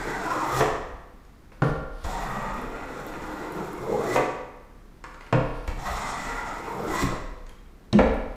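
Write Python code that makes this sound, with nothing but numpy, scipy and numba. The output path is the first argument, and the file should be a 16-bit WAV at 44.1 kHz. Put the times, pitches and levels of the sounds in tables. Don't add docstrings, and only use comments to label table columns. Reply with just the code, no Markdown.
import sys
import numpy as np
from scipy import signal
from scipy.fft import rfft, irfft
from scipy.io import wavfile
from scipy.ndimage import uniform_filter1d
from numba import njit

SR = 44100
rng = np.random.default_rng(int(sys.argv[2]) if len(sys.argv) > 2 else 0)


def attenuation_scalar(level_db):
    decades = np.asarray(level_db, float) / 20
    return 10 ** decades


def wav_out(sig):
    wavfile.write(sys.argv[1], SR, np.round(np.clip(np.atleast_2d(sig).T, -1, 1) * 32767).astype(np.int16))


N = 368655

# (time [s], place along the board [0-1], depth of cut [dB], speed of the blade [dB])
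STROKES = [
    [(0.0, 0.3, -45, -49), (.032, 0.38, -35, -46), (.23, 0.64, -33, -50.5), (.358, 0.63, -34.5, -48.5),
     (.466, 0.68, -33.5, -45.5), (.548, .9, -29.5, -39), (.6, 0.98, -29, -33), (.612, 0.93, -25, -53),
     (.64, 1.0, -33.5, -56)],
    [(2.031, 0.0, -35, -35), (2.06, 0.1, -41.5, -47.5), (2.36, 0.1, -35, -49.5), (2.66, 0.28, -39.5, -56),
     (3.2, 0.59, -41.5, -55), (3.55, 0.67, -38.5, -57), (3.75, 0.64, -47, -56.5), (4.0, 0.96, -41, -51.5),
     (4.06, 0.95, -38, -47), (4.15, 0.98, -34.5, -36), (4.18, 1.0, -23, -53)],
    [(5.665, 0.12, -35, -39), (5.71, 0, -44, -59), (5.74, 0.04, -60, -69), (5.79, 0, -46, -54),
     (5.83, 0.16, -38, -46), (5.88, 0.06, -33, -45), (6.017, 0.18, -35.5, -43), (6.3, 0.34, -39, -49),
     (6.533, 0.36, -41, -54.5), (6.655, 0.69, -39, -54), (6.77, 0.81, -44, -55.5), (6.86, 0.94, -43, -51),
     (6.94, .95, -34.5, -43.5), (7.025, 0.95, -32, -34.5), (7.11, 0.94, -77, -79)],
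]
LEAN_DB = [
    0.5,
    0.5,
    -2,
]
# (frequency [Hz], width [Hz], level [dB])
BOARD_MODES = [(576, 140, 0), (729, 186, 3.5), (896, 290, -1.5), (1090, 53, -4.5), (1170, 136, -3),
               (1670, 120, -26), (2020, 380, -9.5), (2470, 280, -6)]
# (frequency [Hz], width [Hz], level [dB])
BENCH_MODES = [(137, 15, -6), (168, 32, 2.5), (192, 62, 3), (202, 17, -13.5), (298, 13, 6), (398, 37, -1),
               (455, 170, 5), (500, 101, 5.5)]
# (frequency [Hz], width [Hz], level [dB])
IRON_MODES = [(2550, 250, -21), (3560, 155, 16.5), (4040, 850, 14.5), (5100, 500, 10.5), (5480, 320, 14.5),
              (6820, 1440, 14), (7460, 220, 13), (7780, 63, 7.5), (7100, 40, 12), (8600, 430, -39)]
# (frequency [Hz], width [Hz], level [dB])
SHAVING_MODES = [(9900, 460, 11.5), (10800, 3100, 11.5), (12400, 970, 15), (13300, 1500, 0),
                 (14400, 1400, 13.5)]
# (time [s], sole's overhang [Hz], level over the board [dB],
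# board's free length [Hz], level over the board [dB])
GRIP_RINGS = [
    [(0.0, 1534, 0, 920, -7), (.2, 1470, -5.5, 880, -13), (.3, 1330, 0.5, 1010, 0.5),
     (.38, 1260, 2.5, 1090, 2.5), (.46, 1130, -5, 825, 2), (.53, 1160, 3, 860, -17),
     (.64, 1130, -8, 710, 8)],
    [(2.02, 936, 7.5, 734, 7.5), (2.18, 940, -11, 753, -1.5), (2.28, 1170, 1, 780, -8),
     (2.47, 1190, -5, 896, -3.5), (2.64, 1380, -7.5, 870, -25), (3.3, 1420, -5.5, 896, -5),
     (3.55, 1390, -9, 866, -4.5), (3.78, 1104, 3, 880, -2), (3.92, 873, 5.5, 900, -8),
     (4.02, 604, 9.5, 1160, 4), (4.18, 700, -10, 1130, -11)],
    [(5.665, 750, -8, 900, 4.5), (5.8, 750, -4.5, 890, -14), (5.87, 1177, -0.5, 874, -11),
     (6.1, 1170, -1, 890, -8), (6.2, 1340, -5, 920, -18), (6.38, 1400, 1.5, 966, 2),
     (6.55, 1270, -3, 845, -21), (6.7, 1170, -10, 870, 3.5), (6.77, 800, 8, 955, -11),
     (6.85, 500, -2, 1300, 3), (6.95, 1060, 3, 1280, -2.5), (7.11, 1170, -10, 1220, -29)],
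]
# (time [s], frequency [Hz], level over the board [dB])
CAP_IRON = [(0.0, 2010, -5), (.15, 1970, -7), (.3, 1970, -18), (.5, 2000, -4), (.64, 1860, -9),
            (2.02, 1930, -6.5), (2.3, 1920, -5.5), (2.5, 1920, -11.5), (2.9, 1970, -12), (3.35, 1940, -10),
            (3.6, 2150, -22), (3.75, 2160, -4.5), (3.95, 2120, -10), (4.07, 1940, -1), (4.18, 2050, -2.5),
            (5.665, 1950, -16), (5.87, 1925, -6), (6.0, 2110, -9), (6.15, 1960, -5), (6.35, 1970, 0.5),
            (6.55, 2020, -8), (6.8, 2200, -16), (6.93, 1970, -2.5), (7.03, 1980, -2), (7.11, 1960, -10)]
# (place [0-1], bench top [Hz], bench [dB], shaving over the iron [dB])
ALONG_BOARD = [(0.0, 161, -42, -8), (.1, 190, -41, -7), (.2, 232, -38.5, -15), (.35, 277, -38.5, -10),
               (.6, 298, -37.5, -8.5), (.75, 452, -34, -4), (.9, 483, -26, -5), (.95, 353, -30.5, -5),
               (1.0, 440, -23.5, -2)]
USUAL_CUT_DB, USUAL_SPEED_DB = -42.5, -54.5
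BENCH_FOLLOWS_CUT, SHAVING_FOLLOWS_SPEED = 0.12, 0.72
GRAIN_SWING_DB = 1.16

# (time [s], rocking [dB], shudder [dB])
JOLTS = [(0.0, -41, -62), (.56, -39, -30), (.7, -37.5, -40), (0.918, -69, -38.5), (1.212, -102, -48.5),
         (1.7, -32.5, -39), (2.05, -33, -37), (2.18, -34.5, -47), (2.51, -36.5, -58), (3.1, -41, -54),
         (3.75, -43, -59), (4.15, -44.5, -60), (5.12, -53, -49.5), (5.38, -32.5, -43), (5.68, -32.5, -33),
         (5.91, -37, -36), (6.25, -38, -51), (6.89, -38, -43), (7.04, -32, -28.5), (8.009, -29.5, -21),
         (8.28, -38, -40)]
JOLT_RISE_DB_PER_S, ROCK_FALL_DB_PER_S, SHUDDER_FALL_DB_PER_S = 443, 25, 118
ROCK_REST_DB, SHUDDER_REST_DB = -50.5, -57.5

# (frequency [Hz], level per Hz [dB])
AIR_SPECTRUM = [(30, -25), (100, 2.5), (160, 4.5), (250, 3), (400, -1), (630, -8.5), (1000, -8.5),
                (2000, -14), (2600, -20), (5000, -24), (10000, -30), (15500, -30)]
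AIR_DB = -54.5

# (time [s], peak [dB], frequency [Hz])
SNAPS = [(0.3082, -47, 12700), (1.6182, -65, 9650), (1.6467, -62, 11000), (2.0383, -48, 10100),
         (2.5411, -42, 13500), (2.5646, -48, 12400), (2.615, -39, 12900), (3.0654, -35, 14200),
         (3.2555, -47, 13500), (3.5227, -38, 12000), (3.562, -46, 14500), (3.7319, -39, 12400),
         (5.3253, -52, 9460), (5.676, -46, 10250), (5.822, -48, 9900), (6.9461, -39, 9900),
         (7.441, -73, 12100), (7.493, -43, 10100), (7.9274, -59, 9008), (7.9867, -52, 9370),
         (8.142, -47, 10500)]

SURGE = [
    [(.53, -23.5), (2.27, -32), (4.06, -27.5), (5.72, -35), (5.9, -41)],
    [(127.4, 0, 0.027, 0.51)],
]
RUN_OFF = [
    [(.6, -19.5), (4.16, -28)],
    [(139.7, 3.5, 0.021, 0.17), (431, 1.5, 0.011, 0.38)],
]
END_RING = [
    [(.605, -32), (4.16, -24)],
    [(732, -1, 0.0024, 0.54), (672, -3, .004, .35), (560, -6, .004, 0.27)],
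]
SET_ON_BOARD = [
    [(1.62, -18)],
    [(136, -2, 0.0029, 0.39), (156, -4.5, 0.0054, 0.45), (227, -16, 0.0055, 0.78), (287.4, -12.5, 0.0035, 0.53), (404, -11, 0.01, 0.3), (473, -14.5, 0.0081, 0.89)],
]
SOLE_RING = [
    [(1.62, -31.5), (5.04, -48), (5.326, -35)],
    [(1453, 0, .0015, 0.13), (1227, -8, .002, 0.3), (1390, -3, .03, 0.98), (1450, -8.5, .04, 0.94), (1580, -6.5, .002, 0.21), (1125, -10, .02, .6)],
]
BITE = [
    [(2.045, -27), (5.68, -28)],
    [(72.4, 0, 0.0043, 0.11)],
]
SET_AGAIN = [
    [(5.326, -18)],
    [(126, -1.5, 0.004, 0.44), (158.8, -5.5, 0.0065, 0.47), (226, -14.5, 0.0055, 0.7), (295, -15.5, 0.0046, 0.89), (467, -11.5, 0.0075, 0.91), (524, -7.5, 0.008, 0.71)],
]
LIFT_OFF = [
    [(7.022, -24)],
    [(125.6, 0, 0.0064, 0.4), (184, -1, 0.0034, 0.42), (274.6, 3.5, 0.0021, 0.26)],
]
LAID_DOWN = [
    [(7.929, -6)],
    [(208.3, 1.5, 0.034, 0.35), (174.4, -9, .012, 0.21), (243, -16.5, .01, 0.26), (351, -10.5, 0.017, 0.29), (128, -8.5, 0.0029, 0.1)],
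]
HEEL_DOWN = [
    [(7.988, -13.5)],
    [(206, -0.5, 0.0049, 0.4), (226, -13, .005, .45), (277.7, -11, .005, 0.6), (457, -9, .008, 0.62), (539, -10, 0.004, .3), (627, -10, .003, 0.19), (773, -15, .004, 0.56), (883, -19.5, .002, 0.58)],
]

# (time [s], middle wood and thud [dB], deep wood [dB], hard wood and rattle [dB], crack
# [dB])
KNOCKS = [(0.607, -17.5, -24, -28, -40), (1.25, -61, -70, -69, -65), (1.519, -46, -58, -56, -72),
          (1.62, -16.5, -24.5, -37, -50), (2.043, -42, -39.5, -54, -57), (3.137, -38, -65, -44, -59),
          (4.16, -14, -26.5, -29, -39), (5.04, -31, -54, -44, -50.5), (5.144, -41, -56, -54, -61),
          (5.209, -44, -56, -47, -58), (5.265, -42, -57, -49, -61), (5.326, -15, -24.5, -28.5, -43.5),
          (5.677, -52, -38.5, -37.5, -46.5), (7.023, -54, -42, -34, -48), (7.118, -26.5, -35.5, -51, -61),
          (7.466, -64, -79, -57, -59), (7.493, -52, -73, -56, -57), (7.929, -28.5, -29, -38, -40.5),
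          (7.988, -17.5, -17.5, -25, -47)]
# (frequency [Hz], level [dB], t60 [s])
WOOD_MODES = [(257, -2, 0.018), (288, -3, 0.052), (308, -8.5, 0.04), (410, -3, 0.036), (437.4, -6.5, 0.11),
              (510, -10.5, 0.32), (517.6, -6, 0.063), (569, 4, 0.019), (648, -3, 0.056), (766, -4, 0.054),
              (800, -9, 0.03), (974, 5.5, 0.024), (1018, -13, 0.071), (1130, -24, 0.007), (1160, 9, 0.016),
              (1400, 11, 0.008), (1390, 8.5, 0.011), (1746, 2.5, 0.041), (1970, 4, 0.0072),
              (2165, -6, 0.0067), (2210, -26, 0.011), (2310, 2.5, 0.012), (2630, 5, 0.0074),
              (2900, -11, 0.0022)]
CONTACT_MS = 7
RATTLE_DB, RATTLE_T60_S = 16, 0.076
THUD_DB, THUD_T60_S = 0.5, 0.084

# (time [s], duration [s], first level [dB], last level [dB])
RUBS = [(1.265, 0.042, -72, -80), (1.526, 0.073, -50, -82), (1.634, 0.073, -39.5, -46),
        (1.73, .15, -60, -76), (1.92, 0.16, -61, -39), (5.04, 0.15, -58, -60), (5.205, 0.13, -51.5, -59),
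        (5.382, 0.34, -60.5, -46), (7.15, 0.15, -49, -81), (7.297, 0.13, -67, -65), (7.492, 0.12, -74, -91),
        (8.04, 0.38, -52, -66)]
# (time [s], level [dB], frequency [Hz], t60 [s])
PINGS = [(7.494, -54, 3230, .04), (7.497, -58, 2100, .04), (7.52, -59, 3180, .05), (7.552, -61, 3120, .05),
         (7.585, -60, 3230, .05), (7.66, -64, 3150, .05), (7.9276, -21, 3800, .008),
         (7.9292, -21, 4150, .009), (7.9282, -28, 5300, .008), (7.934, -33, 2800, .025),
         (7.94, -37, 3150, .03), (7.949, -38, 2620, .025), (7.96, -38, 2900, .03), (7.972, -40, 2750, .03),
         (7.9875, -24, 2380, .012), (1.625, -50, 7000, .012), (2.041, -50, 6800, .02),
         (7.929, -38, 7900, .01)]

# (frequency [Hz], t60 [s])
ROOM_T60 = [(60, 1), (250, 0.8), (1000, 0.99), (3000, 0.84), (7000, 0.68), (14000, 0.39)]
# (frequency [Hz], level [dB])
ROOM_COLOUR = [(20, -15), (60, -3.5), (250, 2), (1000, 0.5), (3000, 0.3), (7000, -0.1), (14000, -1.5),
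               (20000, -3.5)]
DIRECT_DB, ROOM_DB, ROOM_BUILD_S = -3.5, -5, 0.0039


def rms_one(x):
    return x / np.sqrt(np.mean(x ** 2) + 1e-20)


def at_hz(points, hz):
    points_hz, value = np.transpose(points)
    return np.interp(np.log(hz), np.log(points_hz), value)


def follow(x, table):
    first, *columns = np.transpose(table)
    return [np.interp(x, first, column) for column in columns]


def band(x, low_hz, high_hz):
    edges = [low_hz, min(high_hz, .45 * SR)]
    return signal.sosfilt(signal.butter(2, edges, "band", fs=SR, output="sos"), x)


def dull(x, top_hz):
    return signal.sosfilt(signal.butter(3, top_hz, fs=SR, output="sos"), x)


def drift(rate_hz):
    r = np.exp(-80 * np.pi * rate_hz / SR)
    slow = signal.lfilter([1], [1, -2 * r, r * r], rng.standard_normal(N // 40 + 2002))[2000:]
    return np.interp(np.arange(N) / 40, np.arange(len(slow)), rms_one(slow - slow.mean()))


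def ring(clicks, hz, t60):
    r = attenuation_scalar(-60 / (t60 * SR))
    w = 2 * np.pi * hz / SR
    return signal.lfilter([0, np.sin(w)], [1, -2 * r * np.cos(w), r * r], clicks + 1e-18)


def tearing(per_s, spread_db):
    hardness = np.minimum(rng.exponential(1, (2, N)), 5)
    sizes = attenuation_scalar(spread_db * hardness) * rng.choice([-1, 1], (2, N))
    return rms_one(sizes * (rng.random((2, N)) < per_s / SR))


def body(force, modes, patchy_db, rate_hz):
    out = np.zeros(N)
    for k, (hz, width_hz, level_db) in enumerate(modes):
        r = np.exp(-np.pi * width_hz / SR)
        poles = [1, -2 * r * np.cos(2 * np.pi * hz / SR), r * r]
        peak = signal.lfilter([1 - r, 0, r - 1], poles, force[k % 2])
        out += peak * attenuation_scalar(level_db + patchy_db * drift(rate_hz))
    return rms_one(out)


@njit
def gliding(force, hz, width_hz):
    r = np.exp(-np.pi * width_hz / SR)
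    out = np.zeros(len(force))
    for i in range(2, len(force)):
        turn = 2 * r * np.cos(2 * np.pi * hz[i] / SR)
        out[i] = force[i] - force[i - 2] + turn * out[i - 1] - r * r * out[i - 2]
    return out


def board_voice(force, t):
    over_hz, over_db, free_hz, free_db = follow(t, np.concatenate(GRIP_RINGS))
    cap_hz, cap_db = follow(t, CAP_IRON)
    board = rms_one(dull(body(force, BOARD_MODES, patchy_db=2.5, rate_hz=6), 1800))
    free = rms_one(dull(rms_one(gliding(force[0], free_hz, 72.0)), 1800))
    overhang = rms_one(dull(gliding(force[1], over_hz, 72.0), 1510))
    cap = rms_one(band(gliding(force[1], cap_hz, 85.0), 1490, 2940))
    return board + attenuation_scalar(free_db) * free + attenuation_scalar(over_db) * overhang + attenuation_scalar(cap_db) * cap


def bench_voice(force, top_hz):
    top = rms_one(band(gliding(force[1], top_hz, 50.0), 100, 1400))
    modes = body(force, BENCH_MODES, patchy_db=4.5, rate_hz=8.4)
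    return rms_one(dull(modes + attenuation_scalar(-5.5) * top, 624))


def iron_voice(force):
    return rms_one(band(body(force, IRON_MODES, patchy_db=1.5, rate_hz=2.0), 2300, 9500))


def shaving_voice():
    curl = tearing(5000, spread_db=4.0) * attenuation_scalar(0.85 * drift(25))
    return rms_one(band(body(curl, SHAVING_MODES, patchy_db=2.2, rate_hz=12), 8800, 17000))


def planing():
    t = np.arange(N) / SR
    strokes = np.concatenate(STROKES)
    place, board_db, iron_db = follow(t, strokes)
    top_hz, bench_db, shaving_db = follow(place, ALONG_BOARD)
    lean_db = np.interp(t, strokes[:, 0], np.repeat(LEAN_DB, [len(rows) for rows in STROKES]))
    bench_db = bench_db + BENCH_FOLLOWS_CUT * (board_db - USUAL_CUT_DB) + lean_db
    shaving_db = shaving_db + USUAL_SPEED_DB + SHAVING_FOLLOWS_SPEED * (iron_db - USUAL_SPEED_DB)
    cutting = np.zeros(N)
    for rows in STROKES:
        start = rows[0][0]
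        if start > 0:
            start += .012
        cutting += (t >= start) & (t < rows[-1][0])
    cutting = uniform_filter1d(cutting, size=500)
    force = tearing(12000, spread_db=2.5) * attenuation_scalar(1.6 * drift(25))
    grain_db = GRAIN_SWING_DB * drift(15.0)
    wood = attenuation_scalar(board_db) * board_voice(force, t) + attenuation_scalar(bench_db) * bench_voice(force, top_hz)
    metal = attenuation_scalar(iron_db + grain_db) * iron_voice(force)
    shaving = attenuation_scalar(shaving_db + 0.72 * grain_db) * shaving_voice()
    return cutting * (wood + metal + shaving)


def sway():
    t = np.arange(0, N + 64, 64) / SR
    push = rng.standard_normal((2, N + SR))
    s, rock_db, shudder_db = np.transpose(JOLTS)[:, :, None]
    early_db = np.maximum(s - t, 0) * JOLT_RISE_DB_PER_S
    late = np.maximum(t - s, 0)
    rock_db = (rock_db - early_db - late * ROCK_FALL_DB_PER_S).max(axis=0)
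    shudder_db = (shudder_db - early_db - late * SHUDDER_FALL_DB_PER_S).max(axis=0)
    rocking = attenuation_scalar(np.maximum(rock_db, ROCK_REST_DB))
    shaking = attenuation_scalar(np.maximum(shudder_db, SHUDDER_REST_DB))
    rock = rms_one(ring(push[0], 26.0, 0.49)[SR:]) + 3.6 * rms_one(ring(push[1], 35.4, 0.29)[SR:])
    rock = 1.8 * rms_one(rock / uniform_filter1d(rock ** 2, size=3000) ** .3)
    shudder = rms_one(band(ring(push[1], 59.1, 0.35), 37, 142)[SR:])
    now = np.arange(N) / SR
    return attenuation_scalar(-4.0) * np.interp(now, t, rocking) * rock + np.interp(now, t, shaking) * shudder


def hush():
    hz = np.clip(np.arange(N // 2 + 1) * SR / N, 30, None)
    spectrum = rfft(rng.standard_normal(N)) * attenuation_scalar(at_hz(AIR_SPECTRUM, hz))
    return attenuation_scalar(AIR_DB) * rms_one(irfft(spectrum, N))


def snaps():
    out, size = np.zeros(N + SR), 600
    decay = attenuation_scalar(-60 * np.arange(size) / SR / 0.0069)
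    for s, peak_db, hz in SNAPS:
        tick = band(rng.standard_normal(size) * decay, hz - 3000, hz + 3000)
        start = round(s * SR)
        out[start:start + size] += attenuation_scalar(peak_db + 5.0) * tick
    return out[:N]


def rings(rows):
    out, t = np.zeros(N + SR), np.arange(SR) / SR
    for s, db, hz, rise, t60 in rows:
        start = round(s * SR)
        swell = (1 - np.exp(-t / rise)) * attenuation_scalar(db - 60 * t / t60)
        out[start:start + SR] += np.sin(2 * np.pi * hz * t) * swell
    return out[:N]


def booms():
    thumps = []
    for blows, modes in (SURGE, RUN_OFF, END_RING, SET_ON_BOARD, SOLE_RING, BITE, SET_AGAIN,
                         LIFT_OFF, LAID_DOWN, HEEL_DOWN):
        for s, db in blows:
            thumps += [(s, db + mode_db, hz, rise, t60) for hz, mode_db, rise, t60 in modes]
    return rings(thumps) * attenuation_scalar(1.5 * drift(20))


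def struck_wood(mid_db, deep_db, hard_db, size):
    wood = np.zeros(size)
    colour = [(500, deep_db + 6.5), (1150, mid_db - 8.0), (2200, hard_db)]
    for hz, db, t60 in WOOD_MODES:
        late, sign, strength = rng.random(3)
        click = (np.arange(size) == int(late ** 2 * CONTACT_MS * SR / 1000)) * np.sign(sign - .5)
        click = click + 0.33 * np.roll(click, int((strength + late) * .012 * SR))
        mode_hz = hz * (1 + 0.063 * (sign * 2 % 1 - .5))
        wood += attenuation_scalar(at_hz(colour, hz) + db + 4.6 * strength) * ring(click, mode_hz, t60)
    return dull(wood, 4400)


def knocks():
    out, size = np.zeros(N + SR), SR // 4
    t = np.arange(size) / SR
    for s, mid_db, deep_db, hard_db, crack_db in KNOCKS:
        noise = rng.standard_normal(size)
        wood = struck_wood(mid_db, deep_db, hard_db, size)
        thud = band(np.roll(noise, size // 2) * attenuation_scalar(-60 * t / THUD_T60_S), 420, 1750)
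        rattle = dull(band(noise[::-1] * attenuation_scalar(-60 * t / RATTLE_T60_S), 1420, 2520), 6500)
        crack = dull(band(noise * attenuation_scalar(-60 * t / .022), 3000, 8200), 8500)
        blow = wood + attenuation_scalar(mid_db + THUD_DB) * thud
        blow += attenuation_scalar(hard_db + RATTLE_DB) * rattle + attenuation_scalar(crack_db + 16.5) * crack
        start = round(s * SR)
        out[start:start + size] += blow
    return out[:N]


def rub():
    t, level = np.arange(N) / SR, np.zeros(N)
    for s, lasts, first_db, last_db in RUBS:
        level += attenuation_scalar(np.interp(t, [s, s + lasts], [first_db, last_db], left=-150, right=-150))
    grit = tearing(3000, spread_db=-7.0)[0] * attenuation_scalar(2.5 * drift(12))
    hiss = rms_one(band(grit, 1300, 5500))
    hiss += attenuation_scalar(-1) * rms_one(band(grit, 900, 1900))
    hiss += attenuation_scalar(-10.5) * rms_one(band(grit, 5500, 10500))
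    return attenuation_scalar(-4.5) * level * hiss


def metal_pings():
    return rings([(s, db, hz, .0003, t60) for s, db, hz, t60 in PINGS])


def workshop(x):
    hz, when, grains = signal.stft(rng.standard_normal(SR), fs=SR, nperseg=1024, noverlap=768)
    grains = grains / np.sqrt(uniform_filter1d(abs(grains) ** 2, size=7, axis=1))
    hz = np.maximum(hz, 20)[:, None]
    decay = attenuation_scalar(at_hz(ROOM_COLOUR, hz) - 60 * when / at_hz(ROOM_T60, hz))
    tail = signal.istft(grains * decay, fs=SR, nperseg=1024, noverlap=768)[1][:SR]
    tail = tail * (1 - np.exp(-np.arange(SR) / SR / ROOM_BUILD_S))
    tail = tail / np.sqrt(np.sum(tail ** 2))
    before = x[SR // 4:0:-1]
    wet = signal.fftconvolve(np.r_[before, x], tail)[len(before):len(before) + N]
    return attenuation_scalar(DIRECT_DB) * x + attenuation_scalar(ROOM_DB) * wet


def scene():
    boom, ping = booms(), metal_pings()
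    air = planing() + snaps() + knocks() + rub() + attenuation_scalar(-12) * boom + attenuation_scalar(-4) * ping
    return (workshop(air) + boom + ping + sway() + hush())[None]


def roll_off(x):
    return signal.sosfilt(signal.butter(12, 15700, fs=SR, output="sos"), x)


def record(dry):
    top_cut = signal.cheby2(14, 60, 16200, fs=SR, output="sos")
    mix = signal.sosfilt(top_cut, dry)
    return roll_off(mix)


dry = scene()
out = record(dry)
wav_out(out)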